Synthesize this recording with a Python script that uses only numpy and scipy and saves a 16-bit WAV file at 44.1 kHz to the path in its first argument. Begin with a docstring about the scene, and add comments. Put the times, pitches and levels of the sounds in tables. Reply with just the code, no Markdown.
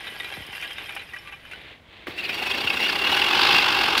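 """Ratchets clack and a loose frame rattles as a hand-pushed reel mower is drawn back over a lawn,
its tyres brushing the grass. It almost stops, takes up its gears with a clunk and is pushed forward.
The reel spins up: each blade scrapes along the bed knife, exciting its modes by friction,
and snips grass, louder as the speed rises. Faint outdoor air lies beneath."""
import sys
import numpy as np
from scipy import signal
from scipy.io import wavfile
from scipy.ndimage import uniform_filter1d

SR = 44100
rng = np.random.default_rng(int(sys.argv[2]) if len(sys.argv) > 2 else 0)


def pcm_store(signal):
    """Save signal as 16-bit PCM."""
    levels = np.round(np.clip(np.atleast_2d(signal), -1, 1) * 32767)
    wavfile.write(sys.argv[1], SR, levels.astype(np.int16).T)


N = 176400
TIME = np.arange(N) / SR
GEARS_ENGAGE_S = 2.069


def reel():
    """Amplitude modulation: scraping and cutting pulse at the blade-passing frequency."""
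    # blade-passing frequency: t/s, f/Hz
    speed = [(2.16, 14.63), (2.32, 21.99), (2.48, 24.94), (2.62, 32.6), (2.76, 30.56), (2.98, 32.93),
             (3.14, 41.42), (3.32, 45.86), (3.48, 53.89), (3.6, 51.57), (3.8, 44), (4, 42)]
    # forward push: t/s, scraping level/dB, cutting level/dB
    push = [(2.06, -75, -93), (2.075, -36, -32.5), (2.16, -34, -56), (2.19, -33, -49), (2.35, -28, -37),
            (2.46, -26, -34.5), (2.6, -27.5, -30.5), (2.85, -24, -32), (3.02, -26, -27.5),
            (3.12, -22, -23.5), (3.3, -24, -22.5), (3.45, -24, -18.5), (3.58, -20, -20), (3.66, -27, -21.5),
            (3.85, -26, -21), (4, -33, -24)]
    scrape_db, cut_db = curve(push, axis=1), curve(push, axis=2)
    passes = np.cumsum(curve(speed, axis=1) * (TIME >= speed[0][0])) / SR
    early, detune = rng.standard_normal((2, 200))  # each blade meets the knife a little differently
    jitter = .07 * np.minimum(passes, 1) * np.interp(passes, np.arange(len(early)), early)
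    passes = np.maximum(passes + jitter, 0)
    tuning = 1 + .032 * detune[passes.astype(int)]
    rubs = blade_swells(passes, sharpness=1.3, floor=.32)
    snips = blade_swells(passes, sharpness=1.1, floor=.65)
    steel = bed_knife(amp(scrape_db) * rubs, tuning)
    return steel + grass(snips, cut_db, scrape_db, passes > 0) + housing(cut_db) + stalk()


def blade_swells(passes, sharpness, floor):
    """Periodic contact: one uneven swell per blade; at speed the helical blades overlap."""
    strength = amp(1.5 * rng.standard_normal(200))[passes.astype(int)]
    passing_hz = np.gradient(passes) * SR
    overlap = floor + .28 * (passing_hz / 50) ** 2
    swell = (overlap + strength * (np.sin(np.pi * passes) ** 2) ** sharpness) / (overlap + .5)
    return swell / np.sqrt(np.mean(swell[passes > 0] ** 2))


def bed_knife(friction, tuning):
    """Frictional excitation: blades rub and catch on the knife, which rings, scrapes and clinks."""
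    # knife modes: f/Hz, bandwidth/Hz, relative level/dB
    modes = [(345, 92, -6.5), (791, 110, -6), (1790, 70, -19), (2230, 17, 2), (2552, 17, 5),
             (2774, 17, 11.5), (3324, 42, -0.5), (5450, 39, -11)]
    # spectrum of scraping steel: f/Hz, relative level/dB
    spectrum = [(100, -31), (300, -10), (600, -21.5), (1400, -16), (2600, -3), (4000, -14.5), (5400, -18),
                (6300, -34.5), (15000, -31)]
    # hard catches of a blade: t/s, scraping level/dB, duration/s, ring f/Hz, ring level/dB
    catches = [(2.179, -27, 0.014, 2720, -25), (2.226, -48, 0.017, 2580, -28),
               (2.251, -26, 0.0045, 2530, -28), (2.292, -21, 0.0068, 2920, -29),
               (2.33, -21, 0.0018, 2745, -22), (2.417, -33, 0.0065, 820, -26.5),
               (2.469, -20, 0.0037, 2500, -30), (2.511, -25, 0.0059, 3330, -20),
               (2.671, -24.5, 0.0064, 2750, -15.5), (2.701, -14, 0.0028, 2565, -13.5),
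               (2.814, -17, 0.041, 2796, -25), (2.893, -23, 0.0073, 2613, -19.5),
               (3.063, -23.5, 0.0062, 2667, -18), (3.117, -12, 0.0026, 3330, -21),
               (3.213, -29, 0.0066, 2680, -16), (3.558, -13.5, 0.0092, 2790, -14),
               (3.836, -14.5, 0.0065, 2800, -21)]
    catching = sum(burst(start, db, length) for start, db, length, _, _ in catches)
    force = friction * grains(per_s=1700, spread_db=2) + catching * grains(per_s=9500, spread_db=1)
    steel = amp(-5) * ring(force, modes, wander_db=3, tuning=tuning) + amp(-10) * colour(force, spectrum)
    blades = sum(blade_ring(start, length, hz, db) for start, _, length, hz, db in catches)
    clinks = tinkles(per_s=450, spread_db=2, low_hz=1400, high_hz=4900, fade_s=.003)
    return steel + blades + amp(-7) * friction * clinks


def blade_ring(start, length, hz, db, linewidth_hz=70):
    """Phase noise broadens the swelling note of a caught blade into a rasp."""
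    age = np.maximum(TIME - start, 0) / length
    swell = amp(db) * age * np.exp((1 - age ** 2) / 2)
    rasp = np.cumsum(rng.standard_normal(N)) * np.sqrt(2 * np.pi * linewidth_hz / SR)
    return swell * np.sin(2 * np.pi * hz * TIME + uniform_filter1d(rasp, size=24))


def grass(snips, cut_db, scrape_db, turning):
    """Fracture noise: many tiny breaks add up to a snip, a fine crackle and a bright shearing."""
    # spectra of the snip and of the crackle: f/Hz, relative level/dB
    snip_spectrum = [(100, -21.5), (400, -24), (620, -21), (800, 8), (920, 3), (1140, 4.5), (1270, 0),
                     (1420, 2), (1600, 4.5), (1870, -5.5), (2150, 1), (2330, -1.5), (2720, 6.5), (3050, 1),
                     (3330, 3.5), (3900, -5.5), (4450, -6), (5200, -9.5), (6000, -19), (7500, -27.5),
                     (15000, -35)]
    crackle_spectrum = [(2000, -16), (4500, 3), (12000, 5.5), (15000, 1), (16000, 1)]
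    snip = amp(cut_db) * snips * grains(per_s=6000, spread_db=.5)
    fine = tinkles(per_s=6000, spread_db=1.5, low_hz=4000, high_hz=15860, fade_s=.0015)
    crunch = unit(fine + .6 * grains(per_s=130, spread_db=3))
    crackle = amp(scrape_db - 24) * turning * snips * crunch
    shear = tinkles(per_s=1200, spread_db=3.5, low_hz=3060, high_hz=5060, fade_s=.0013)
    shear_db = -38 + 4.1 * (cut_db + 22.5)  # thick grass: shearing grows faster than the cutting level
    return colour(snip, snip_spectrum) + colour(crackle, crackle_spectrum) + amp(shear_db) * snips * shear


def stalk():
    """Sudden fracture: a tough stalk snaps in one broadband burst."""
    # spectrum of the snap: f/Hz, relative level/dB
    spectrum = [(300, -8), (900, 0.5), (4500, 10.5), (6500, -10), (15000, -14)]
    return colour(burst(start=3.977, db=-19.5, length=.016) * grains(per_s=5200, spread_db=5), spectrum)


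def housing(cut_db):
    """Structure-borne sound: with the gears engaged, the housing's rumble follows the cutting level."""
    # spectrum of the rumble: f/Hz, relative level/dB
    spectrum = [(30, -28), (65, -4.5), (140, -7), (260, -1), (365, 6), (450, -0.5), (650, -2.5),
                (1200, -28.5)]
    envelope = amp(-33 + .47 * (cut_db + 18.5)) * (TIME > GEARS_ENGAGE_S)
    return colour(envelope * grains(per_s=1500, spread_db=0), spectrum)


def drawing_back():
    """Rolling excitation: the frame shakes and the tyres brush the lawn while the reel coasts."""
    # backward pull: t/s, rattling level/dB, brushing level/dB
    pull = [(0, -41, -42), (.35, -37.5, -42.5), (.5, -42.5, -46.5), (.56, -34.5, -47), (.68, -39.5, -42.5),
            (.76, -44, -49), (.82, -41, -39.5), (.88, -38, -46.5), (.93, -40.5, -42.5), (1.02, -46, -44.5),
            (1.07, -47, -51), (1.22, -46, -50), (1.42, -52, -53.5), (1.56, -50, -45), (1.72, -66, -44.5),
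            (1.82, -66, -61), (1.94, -84, -47.5), (2.06, -76, -47.5), (2.2, -80, -38)]
    shake, brush = amp(curve(pull, axis=1)), amp(curve(pull, axis=2))
    return frame(shake) + coasting() + tyres(brush)


def frame(shake):
    """Impact excitation: ratchets hit, chatter and ping; they and a fine rattle ring frame and wheels."""
    # ratchet clacks: t/s, chatter level/dB, duration/s, ping f/Hz, ping level/dB
    clacks = [(0.069, -32.5, 0.013, 2480, -33), (0.2, -26.5, 0.0057, 3660, -26.5),
              (0.245, -30.5, 0.0061, 3900, -33), (0.339, -41, 0.0026, 3960, -36),
              (0.529, -30.5, 0.0055, 2040, -37), (0.625, -27, 0.015, 2400, -25.5),
              (0.706, -31, 0.0094, 3110, -37), (0.782, -27.5, 0.0081, 2000, -33),
              (0.893, -31.5, 0.005, 2550, -31), (0.964, -28, 0.009, 2450, -35),
              (0.994, -36.5, 0.0035, 3950, -37), (1.016, -36.5, 0.011, 2300, -39),
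              (1.135, -33.5, 0.014, 1920, -27.5), (1.163, -34, 0.0099, 1660, -35),
              (1.187, -52, 0.0047, 5360, -43), (1.274, -37.5, 0.016, 2660, -40),
              (1.324, -36, 0.012, 2655, -34), (1.452, -40, 0.0091, 2530, -41.5),
              (1.513, -34, 0.012, 2610, -43), (1.534, -37, 0.0043, 1500, -35.5),
              (2.071, -33, 0.0038, 1160, -34), (2.107, -36.5, 0.0096, 2400, -45)]
    # frame and wheel modes: f/Hz, bandwidth/Hz, relative level/dB
    modes = [(800, 31, -12.5), (1174, 30, -8), (1553, 47, -19), (1661, 27, -6), (1932, 36, 2.5),
             (2398, 24, -2), (2778, 52, -0.5), (2980, 13, -4.5), (3203, 33, -4.5), (3640, 81, -7.5),
             (3965, 43, -14.5), (4570, 26, -20)]
    # spectrum of the clatter: f/Hz, relative level/dB
    spectrum = [(100, -44), (400, -7), (1200, 2), (1700, 11), (3200, 2), (3900, -46), (4500, -15),
                (6000, -16), (8200, -24.5), (9700, -13), (11400, -26), (15500, -25)]
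    contact = sum(burst(start, db, .00083) + burst(start, db, length) for start, db, length, _, _ in clacks)
    pings = sum(ping(start, hz, db) for start, _, _, hz, db in clacks)
    force = contact * grains(per_s=8000, spread_db=-1)
    force += amp(.5) * shake * grains(per_s=520, spread_db=3)
    clatter = amp(-5) * colour(force, spectrum)
    return pings + clatter + pawls(shake) + amp(-3.5) * ring(force, modes, wander_db=8)


def ping(start, hz, db, fade_s=.01):
    """Damped free vibration of one struck steel part."""
    age = np.maximum(TIME - start, 0)
    return amp(db) * np.exp(-age / fade_s) * np.sin(2 * np.pi * hz * age)


def pawls(shake):
    """Small bodies ring high: loose pawls jingle, with a few bright ticks among them."""
    # spectrum of the jingle: f/Hz, relative level/dB
    spectrum = [(3000, -32), (5000, 11), (6300, -7), (8500, -4), (9700, 6.5), (10500, -9), (11400, 7.5),
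                (12800, -7), (16000, -5)]
    # ticks: t/s, level/dB
    ticks = [(0.465, -46), (0.73, -46), (.95, -41)]
    rings = tinkles(per_s=2400, spread_db=3, low_hz=4000, high_hz=15000, fade_s=.002)
    jingle = unit(rings + .6 * grains(per_s=400, spread_db=4))
    ticking = sum(burst(start, db, length=.0061) for start, db in ticks) * rng.standard_normal(N)
    return colour(amp(-16) * shake * jingle + ticking, spectrum)


def gears():
    """Impact noise: the gears take up with one dull clunk."""
    # spectrum of the clunk: f/Hz, relative level/dB
    spectrum = [(60, -28), (350, 21), (650, 9), (1100, 3), (2000, 16), (4000, -17)]
    return colour(burst(GEARS_ENGAGE_S, db=-34, length=.023) * grains(per_s=2500, spread_db=2.5), spectrum)


def knocks(end_hz=44.3, glide_s=.00178, fade_s=.021):
    """Damped downward chirps: dull knocks whose treble arrives before their bass."""
    # knocks: t/s, level/dB, fall in f/Hz
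    hits = [(.371, -33.5, 1210), (.405, -38.5, 514), (.487, -41, 600), (2.08, -36, 1470),
            (2.644, -31.5, 686)]
    out = np.zeros(N)
    for start, db, fall_hz in hits:
        age = np.maximum(TIME - start, 0)
        hz = (end_hz + fall_hz / (1 + (age / glide_s) ** 1.23)) * (age > 0)
        out += amp(db) * np.exp(-age / fade_s) * np.sin(2 * np.pi * np.cumsum(hz) / SR)
    return out


def coasting(bandwidth_hz=190):
    """Light friction: the reel grazes the knife in a narrow band of noise that sinks as it slows."""
    # grazing ring: t/s, f/Hz, level/dB
    graze = [(.25, 3190, -56), (.64, 2980, -44), (.87, 2533, -46), (1.6, 2450, -70), (1.8, 2480, -85)]
    pole = np.exp(-np.pi * bandwidth_hz / SR)
    rub = signal.lfilter([1], [1, -pole ** 4], rng.standard_normal(N))
    rub = signal.lfilter([1], [1, -pole], rub)
    carrier = np.sin(2 * np.pi * np.cumsum(curve(graze, axis=1)) / SR)
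    return amp(curve(graze, axis=2)) * unit(rub * carrier)


def tyres(brush):
    """Shot noise: tyres and roller brush the grass in countless small contacts."""
    # spectrum of the brushing: f/Hz, relative level/dB
    spectrum = [(100, -14.5), (350, 4), (800, 0.5), (1300, -2.5), (2100, 7), (2900, 4), (3600, 3.5),
                (4200, -4), (5500, -22), (15000, -36)]
    return colour(brush * grains(per_s=5000, spread_db=3), spectrum)


def air():
    """Stationary noise of the outdoor air, strongest in the bass."""
    # spectrum of the air: f/Hz, relative level/dB
    spectrum = [(20, -12), (65, 2.5), (400, -10), (1500, -15.5), (4000, -27.5), (8000, -38), (15000, -42)]
    return amp(-54.5) * colour(rng.standard_normal(N), spectrum)


def ring(force, modes, wander_db, tuning=1, wander_per_s=35):
    """Modal superposition: as the contact point wanders, energy shifts among damped modes."""
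    knots = np.arange(200) / wander_per_s
    drifts = [np.interp(TIME, knots, rng.standard_normal(len(knots))) for _ in modes]
    shares = np.array([amp(db + wander_db * drift) for (_, _, db), drift in zip(modes, drifts)])
    shares /= np.linalg.norm(shares, axis=0)
    clock = np.cumsum(tuning * np.ones(N)) / SR  # tuning scales every mode's frequency
    out = np.zeros(N)
    for (hz, width, _), share in zip(modes, shares):
        pole = np.exp(-np.pi * width / SR)
        phasor = np.exp(2j * np.pi * hz * clock)
        response = phasor * signal.lfilter([1], [1, -pole], force * share / phasor)
        out = np.sqrt(2 * (1 - pole ** 2)) * response.imag - out  # neighbouring modes alternate in sign
    return out


def tinkles(per_s, spread_db, low_hz, high_hz, fade_s):
    """Superposition of tiny damped rings, each of random moment, pitch, size and phase."""
    when, pitch, size, phase = rng.random((30000, 4))[:int(per_s * N / SR)].T[:, :, None]
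    samples = np.arange(int(6 * fade_s * SR))
    hz = low_hz + (high_hz - low_hz) * pitch
    level = amp(spread_db * np.minimum(-np.log(size), 4))
    age = samples / SR / fade_s
    rings = level * np.sqrt(age) * np.exp(-age) * np.sin(2 * np.pi * (hz * samples / SR + phase))
    positions = (when * N).astype(int) + samples
    return unit(np.bincount(positions.ravel(), rings.ravel(), N)[:N])


def grains(per_s, spread_db):
    """Poisson process: tiny impacts of random time, sign and size."""
    size = amp(spread_db * np.minimum(rng.exponential(1, N), 4)) * rng.choice([-1, 1], N)
    return unit(size * (rng.random(N) < per_s / SR))


def burst(start, db, length):
    """Half-Gaussian envelope of a short contact."""
    age = np.maximum(TIME - start, 0) / length
    return amp(db) * (TIME >= start) * np.exp(-age ** 2 / 2)


def colour(x, spectrum):
    """Minimum-phase filter of unit energy with the given spectral shape."""
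    f, db = np.transpose(spectrum)
    hz = abs(np.fft.fftfreq(4096, 1 / SR))
    log_gain = np.log(amp(np.interp(np.log(hz + 1), np.log(f), db)))
    taps = np.fft.ifft(np.exp(np.conj(signal.hilbert(log_gain)))).real[:2048]
    return signal.oaconvolve(x, taps / np.linalg.norm(taps))[:N]


def curve(rows, axis):
    """Linear interpolation of one table column in time."""
    rows = np.array(rows)
    return np.interp(TIME, rows[:, 0], rows[:, axis])


def amp(db):
    """Level to amplitude ratio."""
    return 10 ** (np.asarray(db) / 20)


def unit(x):
    """Normalisation to an rms of 1."""
    return x / np.sqrt(np.mean(x ** 2) + 1e-20)


def scene():
    """Linear superposition of mower and air in one channel."""
    return (air() + reel() + drawing_back() + gears() + knocks())[None]


def record(dry):
    """Band limiting: a linear-phase low-pass removes the highest treble."""
    lowpass = signal.firwin(511, cutoff=15750, window=("kaiser", 9), fs=SR)
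    return signal.oaconvolve(dry, lowpass[None], "same")


dry = scene()
out = record(dry)
pcm_store(out)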